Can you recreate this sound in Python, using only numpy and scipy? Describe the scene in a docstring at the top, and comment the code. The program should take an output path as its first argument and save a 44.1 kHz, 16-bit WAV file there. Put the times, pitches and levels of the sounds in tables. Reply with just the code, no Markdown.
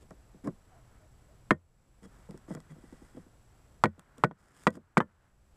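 """Hand tool on a slatted deck

A hand tool is set into the gaps of wooden slats outdoors, close to a body-worn camera.
Hard blows sum a swelling clack, an edge snap and ringing modes of slat and deck; rebounds are heavier.
Between them filtered noise scrapes and ticks as the blade, and soft thuds bump and judder the wood.
A jacket rustles over quiet air, far hoots and a thin whine; a limiter ducks all after the loudest peaks."""
import sys
import numpy as np
from scipy import signal
from scipy.io import wavfile
from scipy.ndimage import uniform_filter1d, minimum_filter1d

SR = 44100
rng = np.random.default_rng(int(sys.argv[2]) if len(sys.argv) > 2 else 0)


def put_to_file(sound):
    """Save the sound as 16-bit audio at rate SR, in the file named by the first command-line argument."""
    columns = np.atleast_2d(sound).T  # one column per channel
    safe = np.clip(columns, -1, 1)
    whole_steps = np.round(safe * 32767)
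    wavfile.write(sys.argv[1], SR, whole_steps.astype(np.int16))


N = 245195

# Colour of the outdoor air. Each row: frequency in Hz, relative density in dB per Hz.
AIR_COLOUR = [(20, -2.5), (50, 5), (105, -3.5), (130, -3), (165, -8.5), (280, -15), (700, -18), (1500, -26),
              (3800, -33.5), (7500, -34.5), (10200, -39), (12000, -39), (14000, -41.5), (15500, -54.5)]
# Faint far hoots. Each row: start and end in seconds, first and last pitch in Hz, level in dB.
FAR_HOOTS = [(0.696, 0.824, 799, 594, -61.5), (0.987, 1.082, 584, 648, -66),
             (1.273, 1.347, 570, 680, -65.5)]
# The jacket rustles as the arm works. Each row: start and end in seconds, level in dB.
ARM_MOVES = [(.6, 1.12, -75), (1.999, 3.301, -75), (3.813, 5.361, -62.5)]
# Colour of the cloth. Each row: frequency in Hz, relative density in dB per Hz.
CLOTH_COLOUR = [(60, -0.5), (200, 3), (450, -3.5), (900, -2), (1400, 0.5), (1900, -6), (2500, -14),
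                (4000, -22), (8000, -24.5), (15000, -33.5)]
# Thin tones under everything. Each row: pitch in Hz, level in dB, waver in Hz, pulsing depth from 0 to 1.
WHINE_TONES = [(124, -68.5, 8, 0), (4940, -91, 70, .8), (5730, -89.5, 79, .9), (7692, -76.5, .3, 0.6),
               (7776, -86.5, 34, 0.8), (10300, -84, 90, .9)]
# Blade and palm sliding on wood. Each row: start and end in seconds, hiss level in dB,
# wood tone in dB against the hiss, relative judder level in dB.
SCRAPE_STROKES = [(.005, 0.043, -67.5, -4, -47.5), (0.434, .49, -63, 9, -28), (2.022, 2.065, -63, -1, -38),
                  (2.05, 2.42, -76, -18, -46), (2.472, 2.565, -63.5, -1, -38),
                  (2.689, 2.73, -77.5, 16, -44), (2.7, 3.3, -72.5, -2, -38), (4.164, 4.225, -69.5, 2, -41),
                  (4.359, 4.56, -63, 2.5, -48), (4.521, 4.68, -57, -5, -45.5),
                  (4.715, 4.785, -53.5, -3, -29.5)]
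# The steel blade catching on an edge. Each row: start in seconds, relative level in dB.
BLADE_TICKS = [(.107, -43.5), (.4734, -37.5), (2.309, -41.5), (2.376, -40.5), (2.550, -34), (2.603, -42),
               (3.9946, -29.5), (4.182, -34.5), (4.6362, -32), (4.7051, -25.5), (4.754, -27.5)]
# Colour of the steel blade. Each row: frequency in Hz, relative density in dB per Hz.
STEEL_COLOUR = [(300, -6.5), (1500, 7), (2600, -2), (3400, -1), (4300, -8.5), (5100, 1.5), (6000, -7),
                (7200, 0.5), (8600, -0.5), (10000, -6), (12500, -14), (15500, -18.5)]
# Ring of the tool itself. Each row: mode in Hz, relative level in dB, t60 in seconds.
TOOL_MODES = [(1964, 5.5, 0.056), (2016, -13, 0.056), (3310, -6, 0.081), (3630, -22, 0.03),
              (4830, -11, 0.053), (6200, -7.5, 0.036), (7000, -6, .03), (8200, -9, 0.044),
              (8780, -2, 0.026)]
# Soft bumps of hand and handle. 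Each row: start in seconds, relative level in dB, brightness in Hz.
HAND_BUMPS = [(.108, -35, 1200), (.345, -34, 200), (0.474, -18.5, 690), (2.289, -24.5, 187),
              (2.309, -40, 800), (2.342, -31, 328), (2.480, -32.5, 500), (2.506, -22, 342),
              (2.5139, -28, 360), (2.549, -32.5, 1400), (2.569, -33, 1200), (2.76, -38.5, 296),
              (3.170, -26, 346), (3.979, -31.5, 400), (4.179, -32.5, 452), (4.752, -23, 320),
              (4.77, -18, 378)]
# Modes of a slat before tuning and damping. Each row: mode in Hz, relative level in dB, t60 in seconds.
SLAT_MODES = [(89, -21, 0.29), (157, -25.5, 0.12), (182.5, -23.5, 0.14), (215.7, -17.5, 0.13),
              (232, -14, 0.072), (330, -28.5, 0.06), (355, -17, 0.071), (387, -18.5, 0.01),
              (492, -16.5, 0.062), (550.4, -28.5, 0.092), (641.2, -23, .065), (687, -11.5, 0.01),
              (860, -16, 0.016), (1021, -17, 0.036), (1110, -26, 0.042), (1216, -17, 0.034),
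              (1420.6, -13.5, .02), (1509, -22.5, 0.056), (1800, -31, 0.05), (1913, -17.5, 0.057),
              (2220, -15.5, 0.022), (2314, -22, 0.025), (2500, -38.5, 0.031), (3350, -36.5, .032),
              (3370, -38, 0.015), (3790, -38.5, .022)]
# Dense overtones of the whole deck. Each row: frequency in Hz, relative density in dB per Hz.
DECK_COLOUR = [(60, -17), (160, 13.5), (400, 1.5), (800, -5.5), (1400, -1.5), (2000, -6), (2700, -17.5),
               (4500, -34), (8000, -32.5), (15000, -55.5)]
# Their decay before damping. Each row: frequency in Hz, t60 in seconds.
DECK_DECAY = [(100, 0.084), (400, 0.1), (1500, 0.054), (3500, 0.03), (9000, 0.065)]
# Hard blows of the tool. Each row: start in seconds, force in dB, clack pitch in Hz,
# relative edge level in dB, place along the slat in metres, slat tuning factor.
TOOL_BLOWS = [(1.5077, 11.5, 1345, -6, 0.59, 0.96), (3.838, 11, 1027, -2.5, 0.84, .99),
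              (4.2376, 13.5, 947, -5, 1.23, 0.98), (4.6687, 16.5, 1070, -6.5, .52, 1.01),
              (4.971, 12.5, 976, -16, 1.261, 1.01), (5.0036, 9.5, 1100, -23, 0.52, .92)]
# The slat last struck slaps back on its support. Each row: start in seconds, force in dB,
# clack pitch in Hz, relative edge level in dB, place along the slat in metres.
SLAT_REBOUNDS = [(1.5105, 4.5, 1110, -13.5, 0.74), (3.8463, -6, 1080, -10, 1.4), (3.856, 0, 800, -8, 0.6),
                 (4.2443, 3.5, 700, -9, 0.72), (4.3109, -16.5, 826, -33, 0.51),
                 (4.6729, 4.5, 2210, 2.5, 0.74), (4.9767, 4.5, 1435, 7.5, .8)]
# A blow is bright and leaves slat and blade free to ring; a rebound is heavy and damped.
# Each holds: cycles to the clack's peak, slat ring in dB, bass in dB, ring time factor,
# blade ring in dB against the edge snap.
BLOW_CONTACT = (0.76, 0.5, -8, 1.1253, -7.5)
REBOUND_CONTACT = (.65, 2, 10, 0.7142, -20.5)
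# Colour of a wooden edge snapping under the blade. Each row: frequency in Hz, relative density in dB per Hz.
SNAP_COLOUR = [(300, -6.5), (1500, -2.5), (2400, 2.5), (3000, 1), (3900, 4), (4700, 0.5), (6000, -5.5),
               (7200, -1.5), (8600, -1.5), (10000, -13.5), (12500, -18), (15500, -33.5)]

AIR_DB = -59.5
MOVE_FADE_S, RESTING_DB = 0.15, -78
WEDGED_S = (1.95, 3.4)  # wedged in a gap, the blade rings as it scrapes; otherwise the fist damps it
JUDDER_HZ = 297.4  # brightness of the thuds as a sliding hand sticks and slips
EDGE_HZ = 15200  # upper band limit
RING_T = np.arange(SR // 4) / SR  # time axis of one ring, in seconds


def amp(db):
    """Turns decibels into gain."""
    return 10 ** (np.asarray(db) / 20)


def unit(x):
    """Scales to rms 1."""
    return x / np.sqrt(np.mean(x ** 2) + 1e-20)


def read(points, hz):
    """Reads a table on a log-frequency axis."""
    f, value = np.transpose(points)
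    return np.interp(np.log(hz + 1), np.log(f), value)


def add(mix, s, sound):
    """Mixes a sound in at time s, in seconds."""
    part = mix[max(round(s * SR), 0):][:len(sound)]
    part += sound[:len(part)]


def colour(x, points):
    """Filters causally to the given spectrum, with unit power gain for white noise."""
    log_gain = np.log(amp(read(points, np.fft.rfftfreq(4096, 1 / SR))))
    circle = np.r_[log_gain, log_gain[-2:0:-1]]
    # minimum phase: the response starts at once
    response = np.fft.ifft(np.exp(np.conj(signal.hilbert(circle)))).real
    taps = response[:len(circle) // 2]
    return signal.oaconvolve(x, taps / np.linalg.norm(taps))[:len(x)]


def drift(length, per_s):
    """Wanders at random by straight lines between normal random points, per_s of them a second."""
    knots = rng.standard_normal(int(length / SR * per_s) + 2)
    return np.interp(np.arange(length) / SR * per_s, np.arange(len(knots)), knots)


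def decay(t, t60):
    """Exponential decay by 60 dB in t60 seconds."""
    return np.exp(-np.log(1000) * t / t60)


def outdoors(swell_db=-0.37, waver=0.08):
    """Air is slowly swelling noise, low rumble and hiss; far hoots are gliding tones blurred by waver."""
    level_db = AIR_DB + swell_db * drift(N, per_s=4.6)
    out = amp(level_db) * colour(rng.standard_normal(N), AIR_COLOUR)
    for start, end, first_hz, last_hz, db in FAR_HOOTS:
        length = max(round((end - start) * SR), 2)
        glide_hz = np.linspace(first_hz, last_hz, length)
        hz = glide_hz * (1 + waver * drift(length, per_s=530))
        tone = np.sin(2 * np.pi * np.cumsum(hz) / SR)
        add(out, start, amp(db) * signal.windows.tukey(length, .6) * tone)
    return out


def jacket(flutter_db=1.5):
    """Cloth rubs unevenly, swelling and fading with each arm move over a faint resting rustle."""
    t = np.arange(N) / SR
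    rub = np.full(N, amp(RESTING_DB))
    for start, end, db in ARM_MOVES:
        fade = np.clip(np.minimum(t - start, end - t) / MOVE_FADE_S, 0, 1)
        rub += amp(db) * fade
    flutter = amp(flutter_db * drift(N, per_s=21))
    return rub * flutter * colour(rng.standard_normal(N), CLOTH_COLOUR)


def whine(gap_share=0.26, frames_per_s=30):
    """A low hum stays steady; thin high tones dip briefly with every frame that the camera takes."""
    gaps = (np.arange(N) * frames_per_s / SR) % 1 < gap_share
    gaps = uniform_filter1d(gaps.astype(float), size=100)
    out = np.zeros(N)
    for hz, db, waver_hz, depth in WHINE_TONES:
        pitch_hz = hz + waver_hz * drift(N, per_s=750)
        tone = np.sin(2 * np.pi * np.cumsum(pitch_hz) / SR)
        out += amp(db) * (1 - depth * gaps) * tone
    return out


def blade(tick_db=-8, tick_wood_db=-2, grain_db=4, slips_per_s=700, ring_db=-5):
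    """Single ticks and strokes of tiny slips hiss in the steel, murmur in the wood and ring a wedged blade."""
    steel, wood = np.zeros(N), np.zeros(N)
    for s, db in BLADE_TICKS:
        catch = amp(db + tick_db) * burst(t60=0.0078)
        add(steel, s, catch)
        add(wood, s, amp(tick_wood_db) * catch)
    for start, end, db, wood_db, _ in SCRAPE_STROKES:
        length = max(round((end - start) * SR), 2)
        grain = amp(grain_db * drift(length, slips_per_s))
        slips = unit(rng.standard_normal(length) * grain)
        stroke = amp(db) * slips * signal.windows.tukey(length, .5)
        add(steel, start, stroke)
        add(wood, start, amp(wood_db) * stroke)
    t = np.arange(N) / SR
    wedged = (t > WEDGED_S[0]) & (t < WEDGED_S[1])
    # the harder it bears on the wood, the more the blade rings
    ringing = signal.oaconvolve(wood * wedged, tool_ring())[:N]
    return colour(steel, STEEL_COLOUR) + colour(wood, DECK_COLOUR) + amp(ring_db) * ringing


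def burst(t60):
    """A brief crackle of random signs where steel meets a wooden edge."""
    return rng.choice([-1., 1.], len(RING_T)) * decay(RING_T, t60)


def tool_ring():
    """The steel blade's modes as decaying sines, of unit energy together."""
    hz, db, t60 = np.transpose(TOOL_MODES)[:, :, None]
    ring = (amp(db) * decay(RING_T, t60) * np.sin(2 * np.pi * hz * RING_T)).sum(0)
    return ring / np.linalg.norm(ring)


def bumps():
    """Hand and handle make single thuds, and a run of small ones under every scrape."""
    out = np.zeros(N)
    for s, db, bright_hz in HAND_BUMPS:
        add(out, s, amp(db) * thud(bright_hz))
    for start, end, _, _, db in SCRAPE_STROKES:
        run = signal.fftconvolve(judder(end - start), thud(JUDDER_HZ))
        add(out, start, amp(db) * run)
    return radiate(out, corner_hz=132.1)


def judder(seconds, count=6, spread_db=2.5, edge_db=-5):
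    """Any stroke slips the same few times, on average hardest in the middle: one push for each slip."""
    length = max(round(seconds * SR), 2)
    phase = (np.arange(count) + rng.uniform(.1, .9, count)) / count
    push_db = spread_db * rng.standard_normal(count) + edge_db * (2 * phase - 1) ** 2
    slips = np.zeros(length)
    slips[(phase * length).astype(int)] = amp(push_db)
    return slips


def thud(bright_hz, ring=0.98, place=0.68, modes_db=3, deck_db=-5, dull_db=14, skin_hz=2000):
    """A soft, slow contact favours the low modes; the padding of the skin takes the treble away."""
    def weight_db(hz):
        slow_contact = 1 + (hz / bright_hz) ** 2
        padding = 1 + (hz / skin_hz) ** 4
        return -dull_db * np.log10(slow_contact * padding)

    modes = slat(place * rng.uniform(0.81, 0.84), ring, weight_db, tuning=1.02)
    return amp(modes_db) * modes + amp(deck_db) * deck(ring, weight_db)


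def slat(place, ring, weight_db, tuning, node_depth=0.69, travel=0.00092):
    """Modes are weighted by their shape at the struck place; low bending waves arrive last."""
    hz, db, t60 = np.transpose(SLAT_MODES)[:, :, None]
    hz = hz * tuning
    wavenumber = np.sqrt(hz / 1000)  # relative to 1 kHz: bending waves follow a square root
    shape = 1 + node_depth * np.cos(2 * np.pi * place * 2 * wavenumber)
    t = np.maximum(RING_T - travel / wavenumber, 0)
    level = shape * amp(db + weight_db(hz))
    return (level * decay(t, t60 * ring) * np.sin(2 * np.pi * hz * t)).sum(0)


def deck(ring, weight_db, rise=0.0011):
    """Countless weak modes of the neighbouring boards: a noisy tail with its own decay in each band."""
    hz, t, bands = signal.stft(rng.choice([-1., 1.], len(RING_T)), SR, nperseg=256)
    t60 = ring * read(DECK_DECAY, hz)[:, None]
    bands = bands * amp(weight_db(hz))[:, None] * decay(t, t60)
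    tail = signal.istft(bands, SR, nperseg=256)[1][:len(RING_T)]
    return colour(tail * (1 - np.exp(-RING_T / rise)), DECK_COLOUR)


def radiate(x, corner_hz):
    """Open slats radiate little deep bass."""
    return signal.sosfilt(signal.butter(4, corner_hz, "high", fs=SR, output="sos"), x)


def knocks():
    """Every blow strikes a slat; each rebound keeps the tuning of the slat last struck."""
    out = np.zeros(N)
    for s, *hit in TOOL_BLOWS:
        add(out, s, knock(*hit, BLOW_CONTACT))
    for s, *hit in SLAT_REBOUNDS:
        tuning = [blow[-1] for blow in TOOL_BLOWS if blow[0] < s][-1]
        add(out, s, knock(*hit, tuning, REBOUND_CONTACT))
    return radiate(out, corner_hz=116.95)


def knock(db, pitch_hz, edge_db, place, tuning, touch, clack_db=-6, modes_db=-5, deck_db=-25.0,
          snap_db=-30, bass_hz=420, grip_hz=2100):
    """A clack swells and dies in a few cycles; an edge snap and gripped blade join the slat and deck ring."""
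    cycles, ring_db, bass_db, ring, blade_db = touch

    def weight_db(hz):
        return ring_db + bass_db / (1 + (hz / bass_hz) ** 2)

    u = RING_T * pitch_hz / cycles  # the swell peaks at u = 1
    swell = (u * np.exp(1 - u)) ** 2.9
    clack = -swell * np.sin(2 * np.pi * pitch_hz * RING_T)
    modes = slat(place, ring, weight_db, tuning)
    wood = amp(modes_db) * modes + amp(deck_db) * deck(ring, weight_db)
    # the grip dulls the blade's ring
    steel = signal.sosfilt(signal.butter(4, grip_hz, fs=SR, output="sos"), tool_ring())
    snap = colour(burst(t60=.028), SNAP_COLOUR)
    edge = amp(snap_db) * snap + amp(blade_db) * steel
    return amp(db) * (amp(clack_db) * clack + wood + amp(edge_db) * edge)


def yard(x, echo_db=-37, t60=0.11):
    """Grass and nearby things scatter a faint, short echo, after a gap of 12 ms."""
    echo = rng.standard_normal(len(RING_T)) * decay(RING_T, t60) * (RING_T > .012)
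    return x + amp(echo_db) * signal.oaconvolve(x, echo / np.linalg.norm(echo))[:N]


def scene():
    """Sums everything that reaches the microphone; only tool and deck sounds get the echo."""
    return (yard(knocks() + bumps() + blade()) + jacket() + outdoors())[None]


def record(dry, ceiling_db=-6, recover_db_per_s=18):
    """Electronics add the whine; a limiter drops at once on peaks and recovers slowly; then the band limit."""
    t = np.arange(N) / SR
    x = dry[0] + whine()
    over_db = np.maximum(20 * np.log10(abs(x) + 1e-9) - ceiling_db, 0)
    # hold the highest overshoot, released along a straight slope in dB
    held_db = np.maximum.accumulate(over_db + recover_db_per_s * t) - recover_db_per_s * t
    gain_db = uniform_filter1d(minimum_filter1d(-held_db, size=24), size=24)
    low_pass = signal.firwin(255, EDGE_HZ, window=("kaiser", 9), fs=SR)
    return signal.oaconvolve(x * amp(gain_db), low_pass, "same")[None]


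dry = scene()
out = record(dry)
put_to_file(out)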